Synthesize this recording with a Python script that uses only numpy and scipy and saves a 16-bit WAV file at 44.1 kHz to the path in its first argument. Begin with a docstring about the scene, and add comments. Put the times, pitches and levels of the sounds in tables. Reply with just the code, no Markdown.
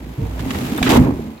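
"""Low shudders and dull knocks come first, as a brick wall starts to tip over in a garden a few metres away.
Its mortar cracks and grinds as it leans; then it slaps onto the paving in a burst of breaking brick.
The ground booms, slabs thud down one after another and the rubble settles.
Rubble is made of showers of tiny noise bursts; thuds, clacks and the boom are tones that die away."""
import sys
import numpy as np
from scipy import signal
from scipy.io import wavfile
from scipy.ndimage import uniform_filter1d

SR = 44100
rng = np.random.default_rng(int(sys.argv[2]) if len(sys.argv) > 2 else 0)


def generate_wav(sig):
    """Save sig (samples, or channels by samples) to the path in sys.argv[1] as 16-bit PCM at SR."""
    pcm = np.round(np.clip(np.atleast_2d(sig).T, -1, 1) * 32767).astype(np.int16)
    wavfile.write(sys.argv[1], SR, pcm)


N = 61739
TIME = np.arange(N) / SR

# The deep tone of heavy masonry. 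Each row: frequency in Hz, relative strength in dB.
MASONRY_SPECTRUM = [(30, -16), (60, 0.5), (130, 5.5), (245, 1), (310, -4.5), (520, -20), (900, -30)]


def tumbling_bricks():
    """Bricks pour onto the paving, loudest as the wall lands."""
    # Each row: time in seconds, level in dB.
    loudness = [(0, -44.5), (.55, -33), (.76, -38), (.85, -36.5), (.89, -17.5), (.94, -10), (.972, -10.5),
                (.995, -23.5), (1.08, -25.5), (1.16, -38.5), (1.4, -45.5)]
    # Each row: frequency in Hz, relative strength in dB.
    spectrum = [(250, -1), (400, -1), (600, -8.5), (920, -6.5), (1400, -20), (2300, -20.5), (4000, -79)]
    return level(loudness) * debris(spectrum, hits_per_s=600, spread_db=0.5, hiss_db=-5, steady_s=0.0132)


def slab_thuds():
    """Each slab lands with a low, quickly fading tone and a dull crunch."""
    # Each row: start in seconds, peak level in dB, pitch in Hz, fade time in seconds.
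    landings = [(0.18, -18, 130.4, 0.024), (0.215, -19, 99, 0.065), (0.402, -21, 102.3, 0.042),
                (.461, -16.5, 265.5, 0.018), (0.55, -19.5, 89, 0.029), (0.607, -21, 130, 0.025),
                (0.72, -16.5, 233, 0.0093), (0.812, -9, 191.4, 0.0068), (.815, -19, 730, 0.0057),
                (0.94, -6.5, 250.5, 0.0063), (0.951, -16.5, 61.5, 0.039), (0.974, -6.5, 238, 0.013),
                (0.994, -4, 70, 0.024), (1.014, -10.5, 255, 0.0049), (1.082, -11.5, 249.4, 0.015),
                (1.192, -19.5, 382, 0.0047)]
    rise_s, crunch_db = 0.003, -8
    out = np.zeros((2, N))
    crunch = debris(MASONRY_SPECTRUM, hits_per_s=1800, spread_db=1.5, hiss_db=-8, steady_s=0.026)
    for start, db, hz, fade_s in landings:
        age = np.maximum(TIME - start, 0)
        shape = (1 - np.exp(-age / rise_s)) * np.exp(-age / fade_s)
        thud = np.sin(2 * np.pi * hz * age) + from_db(crunch_db) * crunch
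        out += from_db(db) * shape / shape.max() * thud
    return out


def masonry_rumble():
    """Heavy pieces knock together in a muffled rumble with a hollow ring."""
    # Each row: time in seconds, level in dB.
    loudness = [(0, -35), (.11, -30.5), (.155, -48), (.2, -31), (.33, -36.5), (.46, -25.5), (.7, -25),
                (.79, -27), (.87, -19.5), (.97, -15), (1.03, -13), (1.11, -18), (1.17, -28), (1.29, -31.5),
                (1.4, -47)]
    knocking = debris(MASONRY_SPECTRUM, hits_per_s=200, spread_db=3.5, hiss_db=-4, steady_s=0.0189)
    return level(loudness) * muffle(from_db(-2.5) * knocking + hollow_ring(), hz=980)


def hollow_ring():
    """Knocks keep the masonry ringing at one pitch, which glides as the wall breaks."""
    # Each row: time in seconds, pitch in Hz, level within the rumble in dB.
    glide = [(.68, 248, -5.5), (.755, 297, 0.5), (0.826, 238.5, 3.5), (.93, 280, 2), (.99, 241, -2.5),
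             (1.12, 281, -3.5), (1.21, 227, -0.5)]
    width_hz, steady_s = 22, 0.0317
    times, hz, db = np.transpose(glide)
    tone = np.exp(2j * np.pi * np.cumsum(np.interp(TIME, times, hz)) / SR)
    knocks = impacts(hits_per_s=400, spread_db=2)[0]
    # Keep only the part of the knocks that lies close to the gliding pitch.
    ring = signal.lfilter([1], [1, -np.exp(-np.pi * width_hz / SR)], knocks / tone)
    power = uniform_filter1d(np.abs(ring) ** 2, int(steady_s * SR) + 1)
    steady_ring = np.sqrt(2) * (ring * tone).real / np.sqrt(np.abs(power) + 1e-3)
    return from_db(np.interp(TIME, times, db)) * steady_ring


def cracks():
    """Brick and mortar break, each time in a short, dense run of snaps that stops dead."""
    # Each row: start in seconds, level in dB, length in seconds, treble boost in dB per octave.
    breaks = [(0.392, -35, 0.017, 1), (0.506, -23.5, 0.0078, -1.5), (0.547, -29.5, 0.013, -6),
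              (0.782, -23, 0.011, -14.5), (.827, -16.5, 0.0053, -0.5), (0.838, -25.5, 0.0215, 1),
              (0.862, -19, 0.022, -3.5), (0.891, -17.5, 0.031, 1), (0.926, -23, 0.051, 1.5)]
    # Each row: frequency in Hz, relative strength in dB.
    spectrum = [(500, -18), (1000, 7.5), (2400, 7.5), (3500, 6), (5500, -5), (7600, -2), (9200, -15),
                (12000, -4.5), (15500, -14.5)]
    out = np.zeros((2, N))
    for start, db, length, tilt in breaks:
        tilted = [(hz, strength + tilt * np.log2(hz)) for hz, strength in spectrum]
        snaps = debris(tilted, hits_per_s=2100, spread_db=1, hiss_db=-0.5, steady_s=0.026)
        out += from_db(db) * burst(TIME - start, length, rise_s=0.00058, fade_s=0.0025) * snaps
    return out


def ground_boom():
    """The ground rings on under the full weight of the fallen wall."""
    start_s, pitch_hz, level_db, ring_s = 1.0, 69.2, -19.5, 0.85
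    age = np.maximum(TIME - start_s, 0)
    return from_db(level_db - 60 * age / ring_s) * np.sin(2 * np.pi * pitch_hz * age)


def brick_clacks():
    """Single bricks knock together with a bright clack."""
    # Each row: start in seconds, level in dB, pitch multiplier for the tones below.
    hits = [(.393, -29.5, .435), (.828, -15.5, 1), (.899, -18.5, 1.32), (1.376, -44.5, 1.08)]
    # Each row: pitch in Hz, relative level in dB.
    tones = [(1750, -9.5), (2340, 1.5), (2900, -5), (3480, -1.5), (3850, -1)]
    return struck_stone(hits, tones)


def wall_shudder():
    """The whole wall shakes unevenly at its lowest pitch as it rocks on its foot."""
    # Each row: start in seconds, length in seconds, level in dB.
    shakes = [(0, 0.14, -33.5), (0.214, 0.24, -27)]
    pitch_hz, edge_s, waver = 58.2, 0.0082, 0.091
    out = np.zeros(N)
    drift = muffle(rng.standard_normal((2, 2 * N)), hz=28)[:, N:]
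    swell, sway = waver * unit_power(drift)
    for start, length, db in shakes:
        age = TIME - start
        tone = np.sqrt(2) * (1 + swell) * np.sin(2 * np.pi * pitch_hz * age + sway)
        out += from_db(db) * burst(age, length, rise_s=edge_s, fade_s=edge_s) * tone
    return out


def grinding_mortar():
    """Mortar grinds in the opening joint, then grit trickles down."""
    # Each row: time in seconds, level in dB.
    loudness = [(0, -45.5), (.38, -40), (.56, -29.5), (.76, -31), (1.0, -31.5), (1.1, -41), (1.25, -43.5),
                (1.4, -50)]
    # Each row: frequency in Hz, relative strength in dB.
    spectrum = [(300, 11.5), (600, 2.5), (2500, -1), (4000, -5.5), (6000, -12), (7700, -8.5), (9300, -19.5),
                (12000, -8), (15500, -15)]
    return level(loudness) * debris(spectrum, hits_per_s=640, spread_db=3.5, hiss_db=2.5, steady_s=0.055)


def chip_ping():
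    """A small chip is struck and gives a high ping."""
    # Each row: start in seconds, level in dB, pitch multiplier for the tones below.
    hits = [(.7765, -27.5, 1)]
    # Each row: pitch in Hz, relative level in dB.
    tones = [(3580, 1), (8560, -3.5), (11850, -2.5)]
    return struck_stone(hits, tones)


def rubbing_squeak():
    """Rubbing makes a soft squeak on the right only; its pitch rises a little and falls back."""
    start_s, length_s = 0.1817, 0.1
    pitch_hz, bend, level_db, octave_db = 440.5, 0.052, -29, -11.5
    progress = np.clip((TIME - start_s) / length_s, 0, 1)
    arch = np.sin(np.pi * progress).clip(0)
    phase = 2 * np.pi * np.cumsum(pitch_hz * (1 + bend * arch)) / SR
    tone = np.sin(phase) + from_db(octave_db) * np.sin(2 * phase)
    return from_db(level_db) * np.sqrt(arch) * tone * [[0], [1]]


def struck_stone(hits, tones):
    """Struck pieces ring briefly; their chattering contact roughens each tone, differently in each ear."""
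    rise_s, ring_s, roughness = 0.001, 0.037, 0.35
    out = np.zeros((2, N))
    for start, db, pitch in hits:
        age = np.maximum(TIME - start, 0)
        rise = np.clip(age / rise_s, 0, 1)
        for hz, tone_db in tones:
            swell, sway = roughness * unit_power(muffle(rng.standard_normal((2, 2, N)), hz=220))
            tone = (1 + swell) * np.sin(2 * np.pi * hz * pitch * age + sway)
            out += from_db(db + tone_db - 60 * age / ring_s) * rise * tone
    return out


def debris(spectrum, hits_per_s, spread_db, hiss_db, steady_s):
    """A shower of small hits over a smooth hiss, shaped band by band and held at a steady loudness."""
    # Each row: frequency in Hz, how alike left and right are (1 is the same, 0 is unrelated).
    likeness = [(60, 0.82), (150, 1), (280, 1), (500, 0.43), (1000, -0.031)]
    hits = impacts(hits_per_s, spread_db)
    # Neighbouring bands take the hits with opposite signs.
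    showers = [hits * sign + from_db(hiss_db) * rng.standard_normal((2, N)) for sign in (1, -1)]
    edges_hz = 25 * 2 ** (np.arange(29) / 3)  # three bands to an octave
    out = np.zeros((2, N))
    for k, (low, high) in enumerate(zip(edges_hz, edges_hz[1:])):
        hz = np.sqrt(low * high)
        if spectrum[0][0] < high and low < spectrum[-1][0]:
            band = signal.butter(2, [low, high], "band", fs=SR, output="sos")
            middle, side = signal.sosfilt(band, showers[k % 2])
            alike = np.clip(at_hz(likeness, hz), -.99, .99)
            stereo = np.sqrt(1 + alike) * middle + np.sqrt(1 - alike) * side * [[1], [-1]]
            out += from_db(at_hz(spectrum, hz)) * stereo
    out = unit_power(out)
    power = uniform_filter1d(np.mean(out ** 2, axis=0), int(steady_s * SR) + 1)
    return unit_power(out / np.sqrt(np.abs(power) + 0.0009))


def impacts(hits_per_s, spread_db):
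    """Random hits of uneven size, each a tiny crumbling burst of noise."""
    crumble_s = 0.0015
    starts = rng.random(N) < hits_per_s / SR
    sizes = from_db(spread_db * np.minimum(rng.exponential(1, N), 3))
    power = signal.lfilter([1], [1, -np.exp(-1 / (crumble_s * SR))], starts * sizes ** 2 + 1e-18)
    return unit_power(np.sqrt(power) * rng.standard_normal((2, N)))


def burst(age, length, rise_s, fade_s):
    """A loudness shape that rises, holds and then fades."""
    return np.clip(age / rise_s, 0, 1) * np.exp(-np.maximum(age - length, 0) / fade_s)


def muffle(x, hz):
    """Take away the treble above hz."""
    return signal.sosfilt(signal.butter(2, hz, fs=SR, output="sos"), x)


def from_db(db):
    """Turn decibels into a multiplier."""
    return 10 ** (np.asarray(db) / 20)


def unit_power(x):
    """Scale a sound so that its average power is one."""
    return x / np.sqrt(np.mean(x ** 2) + 1e-20)


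def level(rows):
    """Join rows of seconds and dB into a loudness curve."""
    return from_db(np.interp(TIME, *np.transpose(rows)))


def at_hz(rows, hz):
    """Read a table's value at one frequency."""
    frequencies, values = np.transpose(rows)
    return np.interp(np.log(hz), np.log(frequencies), values)


def scene():
    """Add up the fall; the heavy sounds and the cracks are a little louder on the right."""
    right_delay_s, pan_db = 0.00022, 1.0
    heavy = masonry_rumble() + tumbling_bricks()
    grit = grinding_mortar()
    heavy += slab_thuds() + wall_shudder() + ground_boom()
    heavy[1] = np.interp(TIME - right_delay_s, TIME, heavy[1])  # reaches the right side later
    wall = (heavy + cracks()) * from_db([[-pan_db], [pan_db]])
    return wall + grit + brick_clacks() + chip_ping() + rubbing_squeak()


def record(dry):
    """Take away the deepest bass, round off the loudest peaks and cut the highest treble."""
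    low_cut_hz, high_cut_hz = 32, 16000
    thinned = signal.sosfilt(signal.butter(2, low_cut_hz, "high", fs=SR, output="sos"), dry)
    rounded = thinned / (1 + thinned ** 6) ** (1 / 6)
    return signal.sosfilt(signal.ellip(10, .2, 80, high_cut_hz, fs=SR, output="sos"), rounded)


dry = scene()
out = record(dry)
generate_wav(out)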